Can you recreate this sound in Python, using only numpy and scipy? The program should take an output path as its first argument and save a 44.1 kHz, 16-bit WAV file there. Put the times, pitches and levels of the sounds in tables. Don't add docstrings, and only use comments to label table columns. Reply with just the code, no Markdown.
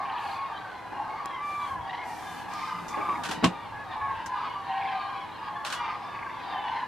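import sys
import numpy as np
from scipy import signal
from scipy.fft import rfft, irfft, next_fast_len
from scipy.io import wavfile
from scipy.ndimage import uniform_filter1d

SR = 44100
rng = np.random.default_rng(int(sys.argv[2]) if len(sys.argv) > 2 else 0)


def to_wav(sig):
    pcm = np.clip(np.atleast_2d(sig), -1, 1) * 32767
    pcm = np.round(pcm).astype(np.int16)
    wavfile.write(sys.argv[1], SR, pcm.T)


N = 302967
TIME = np.arange(N) / SR


def amp(db):
    return 10 ** (np.asarray(db) / 20)


def unit(x):
    return x / np.sqrt(np.mean(x ** 2) + 1e-20)


def colour(x, points):
    hz, db = np.transpose(points)
    size = next_fast_len(x.shape[-1])
    freqs = np.fft.rfftfreq(size, 1 / SR)
    gain = amp(np.interp(np.log(freqs + 1), np.log(hz + 1), db))
    return irfft(rfft(x, size) * gain, size)[..., :x.shape[-1]]


def band(x, lo_hz, hi_hz, order=4):
    return signal.sosfilt(signal.butter(order, [lo_hz, hi_hz], "band", fs=SR, output="sos"), x)


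def noise(points):
    return unit(colour(rng.standard_normal((2, N)), points))


def drift(size, hz):
    return np.interp(np.arange(size) * hz / SR, np.arange(400), rng.standard_normal(400))


def fray(cycles, width_hz, share):
    share = np.clip(share, 0, 1)
    tremble = drift(len(cycles), width_hz) + 1j * drift(len(cycles), width_hz)
    return ((np.sqrt(1 - share ** 2) + share * tremble) * np.exp(2j * np.pi * cycles)).imag


def add(mix, start_s, sound):
    start = round(start_s * SR)
    sound = sound[..., max(-start, 0):]
    part = mix[..., max(start, 0):][..., :sound.shape[-1]]
    part += sound[..., :part.shape[-1]]


def burst(points, t60, size=8192):
    white, t = rng.standard_normal((2, size)), np.arange(size) / SR
    shape = (1 - np.exp(-t / .0005)) * amp(-60 * t / t60)
    closing_fade = np.linspace(1, 0, size)
    return colour(white * shape, points) / np.std(colour(white, points)) * closing_fade


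def envelope(start, length, rise_s, fall_s):
    ramp = np.minimum((TIME - start) / rise_s, (start + length - TIME) / fall_s)
    return np.sin(np.pi / 2 * np.clip(ramp, 0, 1))


def surges(rows, rise_s, fall_s):
    return sum(amp(db) * envelope(start, length, rise_s, fall_s) for start, length, db in rows)


# frequency in Hz, level in dB.
WIND_COLOUR = [(20, -15.5), (60, -6), (110, 2.5), (170, -18), (400, -54)]
AIR_COLOUR = [(40, -45), (120, -14), (300, -6), (430, -6), (650, -3.5), (1400, -4.5), (3000, -20.5),
              (12000, -49.5)]
# start in seconds, length in seconds, level in dB.
GUSTS = [(1.7, 0.2, -56), (3.68, 0.19, -59), (3.96, 0.26, -56)]

def wind():
    return (amp(-61) + surges(GUSTS, rise_s=.014, fall_s=.1)) * noise(WIND_COLOUR)


def open_air():
    return amp(-49.5 + .99 * drift(N, 9.9)) * noise(AIR_COLOUR)


# start in seconds, length in seconds, level in dB.
LIGHT_RUBS = [(.17, 0.23, -66), (1.42, 0.35, -66), (2.03, 0.44, -60), (2.45, 0.84, -66.5)]
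FIRM_RUB = [(2.48, 0.27, -52.5)]
# frequency in Hz, level in dB.
LIGHT_RUB_COLOUR = [(2000, -7), (5000, 0), (12500, -7.5), (15500, -23)]
FIRM_RUB_COLOUR = [(2800, 0), (5200, 4), (7000, -10), (12000, -19)]

def rubbing():
    rise_s, fall_s = .08, .093
    light = (amp(-70) + surges(LIGHT_RUBS, rise_s, fall_s)) * noise(LIGHT_RUB_COLOUR)
    return light + surges(FIRM_RUB, rise_s, fall_s) * noise(FIRM_RUB_COLOUR)


# frequency in Hz, level in dB, fade time in seconds.
HOUSING_NOTES = [(112, -24, 0.17), (182, -3.5, 0.12), (221, -15.5, 0.15), (252.4, 0.5, 0.063),
                 (315.7, -2, 0.082), (489, -3, 0.039), (660, -3.5, 0.044), (1087, -3, 0.093),
                 (1525, -7.5, 0.029), (2800, -15, 0.076)]

def housing_ring():
    t = np.arange(8192) / SR
    notes = sum(amp(db - 60 * t / t60) * np.sin(2 * np.pi * hz * t) for hz, db, t60 in HOUSING_NOTES)
    return band(notes, 82, 5800, order=3)


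# start in seconds, ring level in dB, crack level in dB.
KNOCK_CONTACTS = [(3.4353, -15.5, -30), (3.4401, -6, -25), (3.4426, -13, -11), (3.4472, -8.5, -13.5),
                  (3.458, -10.5, -43)]
# frequency in Hz, level in dB.
CRACK_COLOUR = [(40, -44), (100, -7), (170, 5), (300, 4), (400, -9), (680, -6), (1100, 5.5), (1400, -11.5),
                (2800, -3), (5200, -14.5), (8300, -19), (14000, -42)]

def knock(ring):
    out = np.zeros((2, N))
    for start, ring_db, crack_db in KNOCK_CONTACTS:
        add(out[0], start, amp(ring_db - 13) * ring)
        crack = burst(CRACK_COLOUR, t60=.014) + amp(-13) * burst(CRACK_COLOUR, t60=.14)
        add(out, start, amp(crack_db) * crack)
    return out


# start in seconds, thud level in dB, scuff level in dB.
BUMPS = [(.922, -54, -46.5), (2.971, -46, -36.5), (3.087, -45, -40), (3.292, -37.5, -40.5),
         (3.373, -36, -46), (3.426, -28, -34), (3.475, -27, -45)]
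# start in seconds, level in dB, fade time in seconds.
TICKS = [(1.258, -24.5, 0.0071), (2.5363, -35, 0.014), (2.8822, -44, 0.29), (4.26, -39.5, 0.094)]
# frequency in Hz, level in dB.
SCUFF_COLOUR = [(120, -6), (250, 7.5), (1000, 1), (2500, -10), (6000, -43)]
TICK_COLOUR = [(1500, 14.5), (4000, 2.5), (6000, 12), (11000, -5), (15000, -11)]

def finger_taps(ring):
    out = np.zeros((2, N))
    for start, thud_db, scuff_db in BUMPS:
        add(out[0], start, amp(thud_db) * band(ring, 130, 276, order=2))
        add(out, start, amp(scuff_db) * burst(SCUFF_COLOUR, t60=.61))
    for start, db, t60 in TICKS:
        add(out, start, amp(db) * burst(TICK_COLOUR, t60))
    return out


# start in seconds, length in seconds, level in dB.
DRAGS = [(2.73, 0.138, -44)]
# time in seconds, level in dB.
GRIP_LEVELS = [(1, -60), (2.2, -54), (2.9, -53.5), (3.05, -53), (3.2, -48), (3.41, -51), (3.6, -56),
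               (4.5, -58)]

def grip(ring):
    drone_hz = 176
    drone = surges(DRAGS, rise_s=.033, fall_s=.02) * fray(drone_hz * TIME, width_hz=40, share=.4)
    rub = unit(signal.fftconvolve(rng.standard_normal((2, N)), ring[None], axes=1)[:, :N])
    times, levels_db = np.transpose(GRIP_LEVELS)
    out = rub * amp(np.interp(TIME, times, levels_db))
    out[0] += drone
    return out


# start in seconds, level in dB.
SHOTS = [(3.2347, -3.5), (5.6479, -3)]
# seconds after the press, level in dB.
STROKES = [(0, -31.5), (.016, -32), (.053, -33), (.076, -28.5), (0.089, -58)]
# frequency in Hz, level in dB.
SHUTTER_COLOUR = [(250, -34), (600, 0), (1600, 6.5), (2050, -4), (2750, 1), (9000, -13.5), (12500, -22.5),
                  (15500, -40)]

def shutter():
    out = np.zeros((2, N))
    for start, shot_db in SHOTS:
        for delay, stroke_db in STROKES:
            click = burst(SHUTTER_COLOUR, t60=.23) + .19 * burst(SHUTTER_COLOUR, t60=.025)
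            add(out, start + delay, amp(shot_db + stroke_db) * click)
    return out


def outdoors(x, echo_db, t60):
    echoes_per_s, first_echo_s = 1500, .013
    t = np.arange(SR // 2) / SR
    echoes = rng.standard_normal((2, len(t))) * (rng.random((2, len(t))) < echoes_per_s / SR)
    echoes *= amp(-60 * t / t60) * (t > first_echo_s)
    echoes *= amp(echo_db) / np.linalg.norm(echoes, axis=1, keepdims=True)
    echoes[0, 0] += 1
    return signal.fftconvolve(x[None], echoes, axes=1)[:, :N] / np.linalg.norm(echoes[0])


def voice(length, hz, glide_hz, arch, hoarse):
    trill_hz, rattle_depth = 26.3, .52
    rise_s, fall_s = min(.046, .25 * length), min(.055, .35 * length)
    size = int(length * SR)
    position = np.linspace(-1, 1, size)
    t = (position + 1) * length / 2
    trill = np.sin(2 * np.pi * (trill_hz * (t - length / 2) + rng.random()) + drift(size, 15))
    quaver = (.002 + .024 * hoarse) * drift(size, 300) + (.003 + .011 * hoarse) * drift(size, 35)
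    pitch = (hz * (1 - arch * position ** 2) + glide_hz * position / 2) * (1 + quaver)
    ramp = np.clip(np.minimum(t / rise_s, (length - t) / fall_s), 0, 1)
    roughness = 1 + hoarse * (.25 * trill + .45 * drift(size, 260))
    swell = np.sin(np.pi / 2 * ramp) ** 2 * roughness
    flicker = 1 + .2 * (1 + hoarse) * drift(size, 60)
    rattle = (1 + rattle_depth * hoarse * trill) * flicker
    return np.cumsum(pitch) / SR, swell, rattle


# start and length in seconds, pitch and pitch slide in Hz,
# tone level and overtone level in dB, hoarseness (0 is clear, 1 or more is fully hoarse).
HONKS = [(-.05, 0.16, 1125, -49, -39.5, -69, 0.16), (0.063, 0.21, 969, -110, -44.5, -55.5, 0.94),
         (0.347, 0.17, 1097, -42, -38.5, -55.5, 0.07), (.918, 0.024, 855, 0, -36, -56, 0.65),
         (.96, 0.22, 870, 21.5, -40, -68, 0.66), (1.288, 0.15, 1031, -46, -42, -47.5, 0.22),
         (1.37, 0.34, 1174, -13, -37.5, -46, 0.04), (1.689, .17, 1023, -250, -40, -62, 0.27),
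         (1.841, 0.22, 990, 66.5, -47, -48.5, 0.84), (2.18, 0.34, 841, -14, -52, -50.5, 0.17),
         (2.6, 0.25, 1233, -34, -42, -56, 1.1), (2.95, 0.21, 1197, -47.5, -40, -67, 0.82),
         (3.05, 0.111, 1146, -72, -33, -54, 0.4), (3.7, 0.18, 845, 7, -48, -43.5, 0.2),
         (3.992, 0.18, 1108, -39, -35.5, -56.5, 0.14), (4.298, 0.248, 1012, -71.5, -41, -60, 0.1),
         (4.329, 0.19, 1240, -2.5, -40, -53.5, 0.82), (4.52, 0.14, 1162, -91, -40, -66, 0.22),
         (4.669, 0.33, 783.4, 3, -36.5, -57, 0.07), (4.719, 0.3, 841, -15, -46, -47.5, 0.77),
         (5.772, 0.24, 1204, -73, -38.5, -53, 0.92), (6.553, 0.32, 921, 240, -39, -51.5, 0.9),
         (6.826, 0.02, 1017, -20, -31.5, -60, 0.08)]
# start and length in seconds, pitch and pitch slide in Hz, level in dB.
SQUEALS = [(0.339, 0.086, 2460, -100, -54), (0.525, 0.069, 3150, -60, -56), (0.554, 0.06, 3900, -54, -60),
           (0.486, 0.27, 1566, -130, -52.5), (1.079, 0.14, 2137, -130, -53.5),
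           (1.235, 0.18, 3210, -300, -56.5), (1.96, 0.12, 2150, -70, -49), (4.008, 0.077, 2290, -75, -56),
           (4.935, 0.11, 3980, -550, -55), (5.303, 0.082, 4100, 500, -59), (5.191, 0.067, 3080, -550, -58),
           (5.87, 0.063, 2430, -140, -57), (6.721, 0.16, 1770, -230, -50)]
# start and length in seconds, pitch and width in Hz,
# level in dB.
SCREECHES = [(0.028, 0.34, 2904, 907, -52), (.1, .35, 4290, 502, -57.5), (2.515, .18, 2170, 323, -51),
             (2.907, 0.285, 2313, 525, -48), (4.661, 0.15, 2800, 600, -50.5), (4.77, 0.212, 2300, 598, -48),
             (4.788, 0.15, 3400, 397, -51.5), (6.111, 0.25, 2240, 888, -50.5)]

def near_birds():
    out = np.zeros(N)
    for start, length, hz, glide_hz, tone_db, overtone_db, hoarse in HONKS:
        hoarse = np.clip(hoarse, 0, 1)
        cycles, swell, rattle = voice(length, hz, glide_hz, arch=.0319, hoarse=hoarse)
        step_db = -21 + 17.2 * hoarse
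        stack = sum(amp(step_db * (k - 2)) * fray(k * cycles, 100 * k, 1.6 * hoarse) for k in (2, 3, 4))
        rasp = .45 * hoarse ** 2 * unit(band(rng.standard_normal(len(cycles)), 1600, 3700, order=3))
        overtones = rattle * (stack + rasp) * signal.windows.tukey(len(cycles), .6)
        tone = amp(tone_db) * fray(cycles, width_hz=120.1, share=.97 * hoarse)
        add(out, start, np.sqrt(2) * swell * (tone + amp(overtone_db - 4.7 * hoarse) * overtones))
    for start, length, hz, glide_hz, db in SQUEALS:
        cycles, swell, rattle = voice(length, hz, glide_hz, arch=.018, hoarse=.53)
        add(out, start, np.sqrt(2) * amp(db) * swell * rattle * fray(cycles, width_hz=150, share=.7))
    for start, length, hz, width_hz, db in SCREECHES:
        cycles, swell, rattle = voice(length, hz, glide_hz=0, arch=.05, hoarse=1)
        add(out, start, amp(db) * swell * rattle * fray(cycles, width_hz, share=.87))
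    return outdoors(out, echo_db=-12, t60=.3)


def throat_overtones(cycles, half_db):
    phase = (2 * np.pi * (cycles % 2)).astype(np.float32)
    uneven_db = rng.uniform(-13.42, 11, (5, 2))
    gains = unit(amp(uneven_db)) * [1, amp(half_db)]
    return sum(float(whole) * np.sin(k * phase) + float(half) * np.sin((k - .5) * phase)
               for k, (whole, half) in enumerate(gains, 2))


# frequency in Hz, level in dB.
CROWD_COLOUR = [(500, -12), (660, 19), (780, -0.5), (1130, -13.5), (1400, -20.5), (1650, 1), (1900, -16),
                (2500, -15.5), (4200, -21.5), (7000, -43)]

def crowd(pitch_hz, spread, half_db, sag, farthest_db, echo_db, longest_s, hoarsest, count):
    sky = np.zeros((3, N))
    for k, (when, duration, pitch, droop, distance, rough) in enumerate(rng.random((count, 6))):
        hz = pitch_hz * (1 + spread * (2 * pitch - 1))
        length = longest_s * (.4 + .6 * duration)
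        glide_hz = sag * (.2 - 1.6 * droop) * hz
        cycles, swell, rattle = voice(length, hz, glide_hz, arch=.025, hoarse=hoarsest * (.2 + .8 * rough))
        call = np.sin(2 * np.pi * cycles) + rattle * throat_overtones(cycles, half_db)
        start = (k + when) / count * (N / SR + .3) - .3
        add(sky[k % 3], start, amp(farthest_db * distance) * swell * call)
    return colour(sum(outdoors(part, echo_db, t60=.69) for part in sky), CROWD_COLOUR)


def follow_level(x, level_db):
    power = uniform_filter1d(x[0] ** 2, size=6000)
    return x / np.sqrt(abs(power) + 1e-12) * amp(level_db)


# start and length in seconds, level in dB, share of high voices
# from 0 to 1, harshness in dB compared with that level.
WAVES = [(-.1, 0.58, -36.5, 0.43, -8.5), (0.438, 0.25, -39.5, 0.3, -7), (0.906, 0.5, -41.5, 0.7, -14),
         (1.166, 0.29, -40, 1, -10.5), (1.583, 0.27, -37.5, 0.97, -10), (1.773, 0.52, -41.5, 0.14, -7),
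         (2.14, 0.43, -47.5, 0.1, 1), (2.468, 0.4, -39, 0.76, -6), (2.889, 0.43, -35, 0.7, -15.5),
         (3.224, 0.57, -47.5, 0.05, -1.5), (3.879, 0.45, -37.5, 0.36, -5.5),
         (4.266, 0.38, -35.5, 0.87, -8.5), (4.626, 0.53, -37.5, 0.55, -5.5), (4.972, 0.35, -37.5, 0.79, -6),
         (5.39, 0.35, -38, 0.68, -6), (5.727, 0.3, -35.5, 0.56, -4.5), (5.978, 0.64, -42.5, 0.75, -4),
         (6.45, 0.47, -37, 0.47, -5.5)]

def calling_levels():
    lull_db = [[-47], [-48], [-49.5]]
    power = amp(lull_db) ** 2
    for start, length, db, high_share, harsh_db in WAVES:
        high_share = np.clip(high_share, 0, 1)
        wave = amp(db) * envelope(start, length, rise_s=.076, fall_s=.24)
        power = power + np.outer([1 - high_share, high_share, amp(harsh_db) ** 2], wave ** 2)
    return 10 * np.log10(power)


def flock():
    low_db, high_db, harsh_db = calling_levels()
    low = crowd(pitch_hz=887, spread=.12, half_db=-10, sag=.1199, farthest_db=-7.5,
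                echo_db=-2, longest_s=.28, hoarsest=1, count=150)
    high = crowd(pitch_hz=1088.6, spread=.14, half_db=-10, sag=.14, farthest_db=-10.5,
                 echo_db=-2.5, longest_s=.28, hoarsest=.794, count=150)
    cries = crowd(pitch_hz=1020, spread=.26, half_db=-5, sag=.11, farthest_db=-7,
                  echo_db=-7, longest_s=.16, hoarsest=.7, count=140)
    cries = band(band(cries, 1480, 6000), 1480, 2450, order=1)
    both = unit(low) + unit(high)
    harsh = unit(band(both, 1877, 6500)) + unit(cries)
    nasal_db = (low_db + harsh_db) / 2 - 8.5
    return (follow_level(band(low, 706, 1140, order=5), low_db - .5)
            + follow_level(band(high, 969, 1426), high_db - .5)
            + follow_level(band(both, 1440, 2033), nasal_db)
            + follow_level(harsh, harsh_db - 5))


# frequency in Hz, change to the side in dB.
STEREO_WIDTH = [(40, -18.5), (130, -8), (380, 3.5), (800, -12), (1400, -10), (4400, -5), (13000, -0.5)]

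def scene():
    ring = housing_ring()
    mix = flock() + near_birds() + shutter()
    mix += knock(ring) + finger_taps(ring) + grip(ring)
    mix += wind() + rubbing() + open_air()
    mid, side = mix[0], colour(mix[1], STEREO_WIDTH)
    return np.array([amp(2.5) * (mid + side), amp(2.06) * (mid - side)])


def record(dry):
    cutoff_hz = 15400
    low_pass = signal.firwin(511, cutoff_hz, window=("kaiser", 9), fs=SR)
    return signal.oaconvolve(dry, low_pass[None], "same")


dry = scene()
out = record(dry)
to_wav(out)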